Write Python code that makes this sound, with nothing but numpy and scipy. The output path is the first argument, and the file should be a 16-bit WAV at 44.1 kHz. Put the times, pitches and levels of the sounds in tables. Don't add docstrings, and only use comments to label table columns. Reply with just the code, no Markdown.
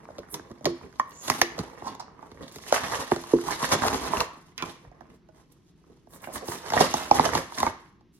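import sys
import numpy as np
from scipy import signal
from scipy.fft import rfft, irfft, next_fast_len
from scipy.io import wavfile
from scipy.ndimage import map_coordinates

SR = 44100
rng = np.random.default_rng(int(sys.argv[2]) if len(sys.argv) > 2 else 0)


def waveform_to_disk(signal):
    frames = np.transpose(np.atleast_2d(signal))
    scaled = np.clip(frames, -1, 1) * 32767
    samples = np.round(scaled).astype(np.int16)
    wavfile.write(sys.argv[1], SR, samples)


N = 361179
TOP_HZ = 16300


def amp(db):
    return 10 ** (np.asarray(db) / 20)


def unit(x):
    return x / np.sqrt(np.mean(x ** 2) + 1e-20)


def crest(x):
    return x / np.abs(signal.hilbert(x)).max()


def along(points, hz):
    f, v = np.transpose(points)
    return np.interp(np.log(hz + 1), np.log(f + 1), v)


def filtered(x, response):
    n = x.shape[-1]
    m = next_fast_len(n + 4096)
    spectrum = rfft(x, m) * response(np.fft.rfftfreq(m, 1 / SR))
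    return irfft(spectrum, m)[..., :n]


def coloured(x, gain, size=2048):
    cepstrum = irfft(np.log(np.maximum(gain(np.fft.rfftfreq(size, 1 / SR)), 1e-6)))
    cepstrum[1:size // 2] *= 2
    cepstrum[size // 2 + 1:] = 0
    return signal.fftconvolve(x, irfft(np.exp(rfft(cepstrum))))[:len(x)]


def wobble(rate):
    knots = rng.standard_normal(int(N * rate / SR) + 4)
    return map_coordinates(knots, [np.arange(N) * rate / SR])


def slips(rate, spread_db):
    size = amp(spread_db * np.minimum(rng.standard_normal(N), 2))
    happens = rng.random(N) < rate / SR
    return unit(happens * size * rng.choice([-1, 1], N))


def add(track, s, sound):
    part = track[..., max(round(s * SR), 0):][..., :sound.shape[-1]]
    part += sound[..., :part.shape[-1]]


def resonance(f, hz, width):
    return 1j * f * width / (hz * hz - f * f + 1j * f * width)


def resonate(x, modes):
    return filtered(x, lambda f: sum(amp(db) * resonance(f, hz, width) for hz, width, db in modes))


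def ring(modes, t, swell_cycles, scatter_db):
    hz, db, t60 = np.transpose(modes)[:, :, None]
    strength, detune = rng.standard_normal((2, len(modes), 1))
    waves = np.sin(2 * np.pi * hz * (1 + .01 * detune) * t)
    swell = 1 - np.exp(-(t * hz / swell_cycles) ** 2)
    sides = (-1) ** np.arange(len(modes))[:, None]
    decay = amp(db + scatter_db * strength - 60 * t / t60)
    motion = np.sum(sides * decay * waves * swell, 0)
    no_bass = signal.butter(2, hz.min() / 2, "high", fs=SR, output="sos")
    return crest(signal.sosfilt(no_bass, motion))


def grains(pitch, octaves, cycles, spread_db, count, size):
    chance = rng.standard_normal((count, 2))
    start, sign = rng.integers(0, N, count), rng.choice([-1, 1], (count, 1))
    centre_hz = np.interp(start / SR, *np.transpose(pitch))
    hz = np.minimum(centre_hz * 2 ** (octaves * chance[:, 0]), TOP_HZ)
    turns = hz[:, None] * np.arange(size) / SR
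    strength = sign * amp(spread_db * np.minimum(chance[:, 1:], 2))
    waves = strength * np.sin(2 * np.pi * turns) * np.exp(-turns / cycles)
    where = start[:, None] + np.arange(size)
    return unit(np.bincount(where.ravel(), waves.ravel(), N)[:N])


def ports(x, right_db, lag_ms=0.097, detour=2.2, detour_hz=650):
    lead = lag_ms / 1000 * np.tanh(right_db)
    path = lambda f: 1 + detour * np.exp(-(2 * np.log((f + 1) / detour_hz)) ** 2)
    half = lambda f: amp(right_db / 2) * np.exp(1j * np.pi * f * lead * path(f))
    return filtered(x, lambda f: np.array([1 / half(f), half(f)]))


# frequency in Hz, relative level in dB.
RUMBLE_COLOUR = [(20, -21.5), (52, -5.5), (108, -9), (165, -2.5), (250, -10.5), (360, -8), (440, -19.5),
                 (540, -35.5), (1000, -34.5), (3000, -36), (6000, -41.5), (8500, -64), (11000, -52.5),
                 (16000, -72.5)]


def rumble(db=-60, side_db=-11):
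    noise = rng.standard_normal((2, N))
    mid, side = unit(filtered(noise, lambda f: amp(along(RUMBLE_COLOUR, f))))
    return amp(db) * np.array([mid + amp(side_db) * side, mid - amp(side_db) * side])


# frequency in Hz, time to fade by 60 dB in seconds.
ROOM_FADE = [(150, 0.36), (400, 0.18), (1000, 0.59), (3000, 0.5), (7000, 0.32), (14000, 0.08)]


def room(x, wet_db, early_db, count=5):
    out, t = np.zeros((2, N)), np.arange(N) / SR
    for k in range(count):
        hz, age, z = signal.stft(rng.standard_normal((2, SR // 2)), SR, nperseg=256)
        apart = np.clip(hz / 1600, 0, 1)[:, None] * np.pi / 4
        z = np.array([np.cos(apart) * z[0] + side * np.sin(apart) * z[1] for side in (1, -1)])
        late = amp(wet_db - 60 * age / along(ROOM_FADE, hz)[:, None])
        early = amp(early_db - 60 * age / 0.052)
        onset = np.clip(age / 0.0026, 0, 1)
        tail = signal.istft(z * (late + early) * onset, SR, nperseg=256)[1] / np.sqrt(SR / 40)
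        place = np.abs((t * 8 - k + count / 2) % count - count / 2)
        share = np.cos(np.minimum(place, 1) * np.pi / 2)
        out += signal.fftconvolve((x * share)[None], tail, axes=1)[:, :N]
    return out


# frequency in Hz, gain in dB.
ECHO_COLOUR = [(60, -1.5), (200, 4), (340, 5.5), (560, 4), (850, -5), (1130, -2), (1450, 1.5), (2400, 4.5),
               (5000, 2.5), (14000, 2.5)]


def echo(shell, floor, card):
    answer = room(shell[1] + amp(-2.5) * floor[1], wet_db=-17.5, early_db=-8.5)
    answer += room(card[1], wet_db=-10.5, early_db=-4.5)
    return filtered(answer, lambda f: amp(along(ECHO_COLOUR, f)))


# frequency in Hz, width in Hz, gain in dB.
STANDING_WAVES = [(164, 4.5, -4), (217, 7.5, -8.5), (258.2, 6.6, 4.5), (344.4, 2.9, 1.5), (430, 6.4, -7.5),
                  (487, 9.9, -7.5)]


def boom(shell, card):
    return resonate(shell + amp(-6.5) * card, STANDING_WAVES)


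LANDING_S = 4.872


def landing(db=-42, hz=48, t60=0.18):
    out, t = np.zeros(N), np.arange(SR // 3) / SR
    modes = [(hz, 0, t60), (2.56 * hz, -3, t60 / 2)]
    add(out, LANDING_S, amp(db) * ring(modes, t, swell_cycles=0.27, scatter_db=-4))
    return out


# start in seconds, swell in seconds, fade in seconds,
# level in dB before the stereo placing, pitch in Hz, half the width in Hz of each of the two equal
RUBS = [(0.291, .054, 0.0082, -40.5, 10970, 2313, 1900), (1.071, 0.033, 0.041, -58, 11000, 9060, 210),
        (1.102, 0.18, 0.054, -46, 6740, 554, 1400), (1.206, 0.073, 0.23, -47.5, 11000, 3057, 1100),
        (1.831, 0.048, 0.025, -31.5, 924, 129.4, 1400), (1.827, 0.054, 0.011, -49, 5200, 1600, 860),
        (1.872, 0.011, 0.011, -47, 4500, 501, 970), (1.993, 0.01, 0.037, -38.5, 885, 219, 1100),
        (1.994, 0.0043, 0.017, -41.5, 5100, 1300, 750), (2.448, 0.07, 0.24, -59.5, 6000, 7000, 120),
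        (4.574, 0.01606, 0.061, -42, 2300, 623, 1600), (4.578, 0.021, 0.028, -43, 1290, 220, 2400),
        (5.02, 0.017, 0.135, -65.5, 840, 488, 290), (5.11, .035, 0.039, -71.5, 4940, 5120, 1400),
        (5.34, 0.042, 0.045, -73.5, 4900, 5000, 1400), (5.519, 0.0034, .006, -58, 9560, 9170, 2300),
        (6.082, 0.077, 0.028, -52.5, 10700, 7310, 690), (6.2, 0.029, 0.074, -53, 11000, 7220, 370),
        (6.27, 0.023, 0.032, -44, 550, 250, 670), (6.4, 0.027, 0.041, -41.5, 507, 260, 620),
        (6.505, 0.049, 0.02, -42, 910, 392, 220), (6.324, 0.02, 0.044, -39, 9400, 7130, 2200),
        (6.446, 0.046, 0.13, -43.5, 8750, 6000, 1500), (6.58, .11, .03, -40, 820, 399, 760),
        (6.92, 0.05, 0.15, -35.5, 880, 402.6, 900), (6.93, .04, .13, -40.5, 4200, 4020, 350),
        (3.46, .04, .06, -47, 8500, 6900, 2300), (7.555, 0.017, 0.034, -47.5, 8400, 7000, 2300),
        (8.12, 0.027, 0.057, -67, 6530, 7960, 1900)]


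def rubbing():
    out, t = np.zeros(N), np.arange(N) / SR
    for s, swell, fade, db, hz, width, rate in RUBS:
        stroke = np.interp(t - s, [0, swell, swell + fade], [0, 1, 0])
        catches = slips(rate, spread_db=-1.5)
        squeak = unit(filtered(catches, lambda f: resonance(f, hz, 2 * width) ** 2))
        out += amp(db) * stroke * squeak
    return out


# time in seconds, rustle of the card in dB, fizz of the fibres in dB, both before trims.
STRAIN = [
    [(0.0, -50.5, -65.5), (1.08, -56, -63), (1.37, -51.5, -42), (1.53, -45, -56), (1.89, -49, -56.5),
     (2.07, -54, -78), (2.36, -53.5, -62), (2.67, -50, -44.5)],
    [(2.76, -48, -41.5), (2.91, -45, -50.5), (3.166, -48, -42.5), (3.27, -49, -46.5), (3.396, -45, -43.5),
     (3.764, -42.5, -42.5), (4.072, -44, -45), (4.338, -57, -62), (4.52, -65.5, -67)],
    [(4.75, -60, -58.5), (4.938, -58, -78), (5.184, -69.5, -80), (5.668, -71.5, -72.5), (6.136, -71, -76.5),
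     (6.276, -57.5, -60.5), (6.448, -50, -52.5), (6.68, -46, -42)],
    [(6.76, -40, -45.5), (6.89, -40.5, -34), (7.256, -39.5, -43), (7.382, -43, -47.5), (7.51, -50.5, -48),
     (7.592, -46.5, -43), (7.67, -44.5, -59.5), (7.902, -71, -69), (8.1, -78, -104.5)],
]


def strain(s):
    knots, *levels = np.concatenate(STRAIN).T
    return [np.interp(s, knots, level) for level in levels]


# start of the hold in seconds, hold in seconds,
# tearing level in dB, flapping level in dB, both before the band trims.
TUGS = [(0.351, 0.0082, -48, -45), (0.664, 0.0082, -43, -33.5), (0.845, 0.012, -61, -46),
        (1.244, 0.032, -48.5, -85), (1.301, 0.0098, -33.5, -39), (1.35, 0.04, -40.5, -49),
        (1.592, 0.0062, -44, -44), (1.855, 0.021, -57, -52), (2.408, 0.028, -54, -44),
        (2.743, 0.02, -26.5, -47), (2.838, 0.022, -33, -44.5), (2.917, 0.036, -32, -50),
        (3.008, 0.0089, -33, -45), (3.118, 0.0041, -31.5, -61), (3.3, 0.031, -42, -80),
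        (3.369, 0.0045, -56, -50), (3.481, 0.039, -32.5, -44), (3.609, 0.026, -31.5, -50),
        (3.725, 0.0091, -22.5, -38.5), (3.823, 0.048, -29.5, -38.5), (3.908, 0.044, -32, -37),
        (4.034, 0.084, -35, -40), (4.149, 0.068, -31, -38.5), (4.613, 0.081, -45.5, -49),
        (5.02, 0.13, -71.5, -60.5), (5.36, 0.054, -66.5, -67.5), (5.898, 0.013, -71, -55),
        (6.129, 0.03, -56, -54.5), (6.232, 0.0054, -45.5, -53), (6.354, 0.017, -37.5, -41),
        (6.487, 0.057, -41.5, -51), (6.733, 0.058, -32, -42), (6.805, 0.017, -27, -32.5),
        (6.844, 0.007, -33.5, -49), (7.135, .03, -36.5, -48), (7.182, 0.027, -29, -32.5),
        (7.254, 0.004, -28, -40.5), (7.346, 0.033, -29.5, -34), (7.59, 0.0079, -32.5, -59.5),
        (7.639, 0.039, -32.5, -39.5)]
TUG_RISE_DB_PER_S, TUG_FALL_DB_PER_S = 599.5, 500
UNSTEADY_DB, UNSTEADY_PER_S = 2, 20


def peel(flap_db=-5, rustle_db=-5, fizz_db=-5, tug_fizz_db=-8):
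    t = np.arange(N) / SR
    rustle, fizz = strain(t) + UNSTEADY_DB * wobble(UNSTEADY_PER_S)
    gains = amp([rustle + flap_db, rustle + rustle_db, fizz + fizz_db])
    lead = .1
    age = np.arange(SR // 2) / SR - lead
    for s, hold, tearing_db, flapping_db in TUGS:
        rise_db = TUG_RISE_DB_PER_S * np.minimum(age, 0)
        fall_db = TUG_FALL_DB_PER_S * np.maximum(age - hold, 0)
        band_db = np.array([[flapping_db], [tearing_db], [tearing_db + tug_fizz_db]])
        add(gains, s - lead, amp(rise_db - fall_db + band_db))
    return gains


# frequency in Hz, relative level in dB.
CARD_COLOUR = [(25, -48), (60, -9), (130, -9.5), (280, -7), (520, -5.5), (850, 4), (1100, 3.5), (1400, -6),
               (1850, -6.5), (2500, -18), (6300, -12), (7800, -19.5), (11000, -19.5), (12600, -23.5),
               (14000, -40)]
# time in seconds, pitch in Hz.
TEAR_PITCH = [(1.3, 1070), (2.8, 1180), (3.6, 1000), (3.9, 885), (4.2, 1000), (6.5, 965), (7.15, 830),
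              (7.7, 1020)]
# flapping, tearing and fizz, in dB.
CATCH_DB = [1.2, 1.0, 2.6]
CATCH_PER_S = 65


def tearing(flap_hz=450, fizz_hz=2500, flap_db=0.0, tear_db=0, fizz_db=0,
            pop_db=-15, crackle_db=-1.0, crackle_hz=3600):
    clumps = amp(1.8 * wobble(110))
    fibres = np.array([slips(rate=1500, spread_db=4), slips(rate=1500, spread_db=4)]) * clumps
    bundles = slips(rate=110, spread_db=2)
    pops = grains(TEAR_PITCH, octaves=0.15, cycles=0.92, spread_db=0.2, count=3500, size=512)
    crackle = grains([(0, crackle_hz)], octaves=.6, cycles=1.5, spread_db=5, count=1300, size=192)
    near = fibres[0] + .5 * bundles + amp(pop_db) * pops + amp(crackle_db) * crackle
    breaks = ports(near, right_db=10.0) + amp(5.0) * ports(fibres[1], right_db=-1.7)
    below = lambda f, edge_hz: 1 / np.sqrt(1 + (f / edge_hz) ** 12)
    above = lambda f, edge_hz: np.sqrt(1 - below(f, edge_hz) ** 2)
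    bands = [lambda f: below(f, flap_hz),
             lambda f: above(f, flap_hz) * below(f, fizz_hz),
             lambda f: above(f, fizz_hz)]
    out = np.zeros((2, N))
    catch = wobble(CATCH_PER_S)
    for band, gain, db, catch_db in zip(bands, peel(), (flap_db, tear_db, fizz_db), CATCH_DB):
        colour = lambda f: band(f) * amp(along(CARD_COLOUR, f))
        sound = unit(np.array([coloured(side, colour) for side in breaks]))
        patches = unit(amp(catch_db * catch + wobble(80)))
        out += amp(db) * gain * patches * sound
    return out


# frequency in Hz, relative level in dB,
# time to fade by 60 dB in seconds.
PING = [(1800, 3.5, 0.03), (2270, -1.5, 0.025), (2500, -8.5, 0.083)]
DENT_S = .9975


def dent(db=-22):
    out, t = np.zeros(N), np.arange(SR // 3) / SR
    add(out, DENT_S, amp(db) * ring(PING, t, swell_cycles=1, scatter_db=-11))
    return ports(out, right_db=6)


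# start in seconds, level in dB, start pitch in Hz, end pitch
# in Hz, time to fade by 60 dB in seconds, hollow ring in dB; levels before the stereo placing.
FLIPS = [(.186, -34, 613, 285, 0.079, -59), (.509, -40, 486, 275, 0.078, -50),
         (.6565, -17.5, 730, 443, 0.092, -34.5), (.668, -20, 426, 325, .09, -30.5),
         (1.418, -21, 726, 268, 0.073, -37), (1.595, -26, 251, 102.6, 0.077, -50),
         (3.121, -22, 440, 250, .04, -46), (3.3354, -14, 333, 215, 0.055, -25)]
RELAX_S = .014
# frequency in Hz, relative level in dB,
# time to fade by 60 dB in seconds.
HOLLOW = [(254, -2, .2), (342.8, 2, 0.18), (465, -9.5, .17)]


def flips(hollow_db=0):
    out, t = np.zeros(N), np.arange(SR // 3) / SR
    for s, db, start_hz, end_hz, t60, ring_db in FLIPS:
        hz = end_hz + (start_hz - end_hz) * np.exp(-t / RELAX_S)
        turns = np.cumsum(hz) / SR
        pop = crest(np.sin(2 * np.pi * turns) * (1 - np.exp(-turns ** 2)) * amp(-60 * t / t60))
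        hollow = ring(HOLLOW, t, swell_cycles=15, scatter_db=-3.5)
        add(out, s, amp(db) * pop + amp(ring_db + hollow_db) * hollow)
    return ports(out, right_db=3.0)


# frequency in Hz, width in Hz, gain in dB.
DOME_MODES = [(1054, 14, -6), (1120, 16, -2), (1180, 7.9, -2)]
OPENED_S, OPEN_DB = 2.72, -11


def dome(shell):
    opened = np.arange(N) / SR > OPENED_S
    return resonate(shell * amp(OPEN_DB * opened), DOME_MODES)


CRINKLE_DB, CRINKLE_HZ, CRINKLE_OCTAVES, CRINKLE_T60 = 6, 815, 0.77, 0.013
CRINKLE_THUD_DB, CRINKLE_CRACK_DB = -22, -7
CRINKLE_DOUBLING_DB = 5
CRINKLE_SCATTER_DB = 2.5
CRINKLE_MAX_DB = -42.5


def crinkles(count=110):
    t = np.arange(0, N, SR // 100) / SR
    due = np.cumsum(2 ** (strain(t)[0] / CRINKLE_DOUBLING_DB))
    s = np.interp((np.arange(count) + rng.random(count)) / count, due / due[-1], t)
    size, pitch, thud, crack_size = rng.standard_normal((count, 4)).T
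    db = np.minimum(strain(s)[0] + CRINKLE_DB, CRINKLE_MAX_DB) + CRINKLE_SCATTER_DB * size
    hz = CRINKLE_HZ * 2 ** (CRINKLE_OCTAVES * pitch)
    thud_db = db + CRINKLE_THUD_DB + CRINKLE_SCATTER_DB * thud
    crack_db = db + CRINKLE_CRACK_DB + CRINKLE_SCATTER_DB * crack_size
    return np.column_stack(np.broadcast_arrays(s, db, hz, CRINKLE_T60, 0, thud_db, crack_db))


# frequency in Hz, relative level in dB.
CRACK_COLOUR = [(600, -54.5), (1800, 5), (2600, -1), (4300, 7.5), (6500, 7.5), (8000, -11), (11800, -6.5),
                (14000, -20.5), (16500, -17)]


def crack(t, splinter_db, splinter_t60):
    spike = amp(-60 * t / .004)
    splinter = amp(splinter_db - 60 * t / splinter_t60)
    burst = rng.standard_normal(len(t)) * (spike + splinter)
    crease = np.column_stack([np.geomspace(1000, TOP_HZ, 24), 2 * rng.standard_normal(24)])  # Hz, dB
    return crest(coloured(burst, lambda f: amp(along(CRACK_COLOUR, f) + along(crease, f))))


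# start in seconds, wall ring in dB, wall pitch in Hz, time for the ring
# to fade by 60 dB in seconds, overtones in dB per octave, tray thud in dB, crack in dB.
SNAPS = [(.053, -39, 980, 0.012, 12, -61, -57.5), (.0867, -32, 620, 0.03, 8, -53, -75),
         (.102, -35, 614, 0.051, -7, -44, -61), (.1836, -31, 567, 0.047, 6, -32, -35.5),
         (.19, -44.5, 504, .02, 2, -52, -37.5), (.3421, -29, 950, 0.05, -3, -52, -20.5),
         (.3955, -32.5, 666, 0.012, 17, -39, -48.5), (.505, -39, 430, 0.023, 12, -36, -54.5),
         (.5142, -39, 536, 0.037, 18, -37.5, -42), (.609, -37.5, 610, 0.037, -2, -41, -55),
         (.645, -32, 950, 0.023, 2, -56.5, -32.5), (.655, -23, 745, 0.014, 17, -38, -14),
         (.6585, -37, 596, 0.017, -10, -22, -48.5), (.666, -23, 1100, 0.024, 0, -38, -51),
         (.811, -38.5, 960, .025, -6, -55.5, -63.5), (.832, -41, 1050, .02, 15, -54.5, -55),
         (.9968, -9, 1050, 0.028, -46, -38, -25.5), (1.109, -58, 1100, .02, 5, -69, -45.5),
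         (1.281, -26, 635, 0.021, 1, -35, -21.5), (1.2998, -8, 930, 0.0052, -9, -22.5, -8),
         (1.4153, -5, 769, 0.021, 19.5, -24.5, -8), (1.5807, -25.5, 615, 0.017, -20, -46, -34),
         (1.5902, -25.5, 540, 0.0055, 21, -25, -24), (1.8222, -26.5, 800, 0.0065, -4, -35, -57),
         (1.9505, -36, 880, 0.024, -16, -50, -39), (2.316, -40, 920, .025, 13, -38, -44),
         (2.2268, -33.5, 880, 0.036, 0.5, -47, -50.5), (2.4805, -50, 465, .022, -4, -51, -36),
         (2.515, -50, 905, .02, 6, -60, -41.5), (2.5595, -35.5, 620, .02, 13, -35, -30),
         (2.5852, -38, 570, 0.0093, 16, -67, -35), (2.7248, -2, 640, 0.0064, 3.5, -33, -16),
         (3.1183, -5.5, 720, 0.0034, 2, -13.5, -36), (3.1619, -22, 600, 0.016, 12, -28, -29.5),
         (3.238, -30.5, 1040, 0.035, -8, -54, -33), (3.3342, -23, 402, 0.03, 31, -5, -38.5),
         (3.354, -20, 427, 0.023, -13, -22, -54), (3.627, -19.5, 1065, 0.033, -10, -24, -34.5),
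         (3.7205, -14, 960, 0.033, 13, -22, -13), (3.749, -22, 530, 0.029, -4, -20, -30),
         (3.8352, -12.5, 820, 0.015, 3, -50, -25), (3.85, -16, 730, 0.027, -13, -31, -23),
         (3.8822, -14, 1050, 0.014, 11, -50, -17), (3.9445, -17.5, 820, 0.019, 1, -26.5, -20),
         (4.17, -20.5, 1160, 0.014, 25, -25.5, -26), (4.2046, -14.5, 1155, 0.012, 21, -29, -14),
         (4.579, -39.5, 1050, 0.037, 0, -44.5, -25.5), (4.6236, -19.5, 1030, 0.05, 11.5, -26.5, -24.5),
         (4.8482, -46, 727, 0.018, 8, -56, -67.5), (4.9148, -46.5, 724, 0.045, -11, -57, -65),
         (5.0078, -38, 730, 0.024, 10, -58, -54), (5.2881, -46.5, 629, 0.063, 9, -52, -62.5),
         (6.0717, -43.5, 683, 0.013, 0, -48, -62), (6.2718, -27, 646, 0.021, 11, -36, -72),
         (6.4838, -25.5, 755, 0.012, -10, -24, -28), (6.7026, -21, 860, 0.025, 19, -37, -24),
         (6.721, -17.5, 690, .025, 13.5, -32, -27.5), (6.7353, -10.5, 857, 0.045, -3, -30, -24.5),
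         (6.7662, -10.5, 706, 0.044, 3, -25, -36), (6.8067, -3.5, 770, 0.037, 1, -12.5, -14.5),
         (6.9398, -11, 850, 0.035, -1, -23.5, -16), (7.1119, -0.5, 834, 0.026, -27, -20.5, -16.5),
         (7.1505, -17.5, 820, 0.066, -8, -45, -31), (7.1953, -1.5, 845, 0.0092, -4, -17, -19),
         (7.258, -12, 676, 0.058, 8.5, -31, -17.5), (7.3518, -10.5, 905, 0.018, -9, -22, -14.5),
         (7.377, -20.5, 750, 0.025, 28, -29, -20.5), (7.521, -28.5, 970, 0.032, -4, -54, -43),
         (7.5847, -39.5, 770, 0.03, 3, -31, -19.5), (7.6025, -20, 1035, 0.028, -3, -31, -20.5),
         (7.6296, -7, 825, 0.017, 6, -27, -19), (7.6652, -10.5, 925, 0.054, 7.5, -27, -25.5),
         (8.009, -51, 850, 0.021, -5, -66.5, -59.5)]
# time in seconds, right minus left in dB.
PLACE = [(0, 0), (.66, 5), (1, 3.5), (1.3, 5), (2.7, 2.5), (3.3, 3.5), (3.9, -3.5), (4.2, -1), (5, 15.5),
         (6.7, 2.5), (7.1, 4.5), (7.6, 2.5)]
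# multiple of its pitch, relative level in dB before the overtone slope.
WALL_MODES = [(0.569, -14.5), (.79, -12.5), (0.998, 1.5), (1.319, -11.5), (1.661, -22.5), (2.337, -23)]
# frequency in Hz, relative level in dB,
# time to fade by 60 dB in seconds.
TRAY_MODES = [(230, 4.5, 0.045), (350.7, -1.5, 0.055), (432, 0.5, 0.034)]
# frequency in Hz, relative level in dB,
# time to fade by 60 dB in seconds.
SWAY_MODES = [(72.5, -10, 0.082), (112, -0.5, 0.028), (179, -5, 0.041)]


def snaps(ring_db=0, thud_db=-1, sway_db=-9, crack_db=3.5, splinter_db=-11, splinter_t60=0.036,
          lag=0.00051, sway_lag=0.0066):
    out, t = np.zeros((2, N)), np.arange(SR // 5) / SR
    for s, wall_db, hz, t60, overtone_db, tray_db, sharp_db in [*SNAPS, *crinkles()]:
        right_db = np.interp(s, *np.transpose(PLACE))
        modes = [(hz * ratio, db + overtone_db * max(np.log2(ratio), 0), t60) for ratio, db in WALL_MODES]
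        wall = ring(modes, t, swell_cycles=.9, scatter_db=1)
        tray = ring(TRAY_MODES, t, swell_cycles=0.56, scatter_db=6.0)
        sway = ring(SWAY_MODES, t, swell_cycles=0.1, scatter_db=-5.0)
        sharp = crack(t, splinter_db, splinter_t60)
        add(out, s, ports(amp(sharp_db + crack_db) * sharp, right_db))
        add(out, s + lag, ports(amp(wall_db + ring_db) * wall, right_db))
        add(out, s + lag, ports(amp(tray_db + thud_db) * tray, right_db=3.0))
        held_db = min(tray_db, -19)
        add(out, s + sway_lag, amp(held_db + sway_db) * sway)
    return out


def scene():
    shell = snaps() + dent()
    shell = shell + dome(shell)
    floor = flips()
    card = tearing() + ports(rubbing(), right_db=6.5)
    pack = shell + floor + card
    return pack + boom(shell, card) + echo(shell, floor, card) + landing() + rumble()


def record(dry):
    rounded = dry / (1 + np.abs(dry / .92) ** 8) ** (1 / 8)
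    return filtered(rounded, lambda hz: hz < TOP_HZ)


dry = scene()
out = record(dry)
waveform_to_disk(out)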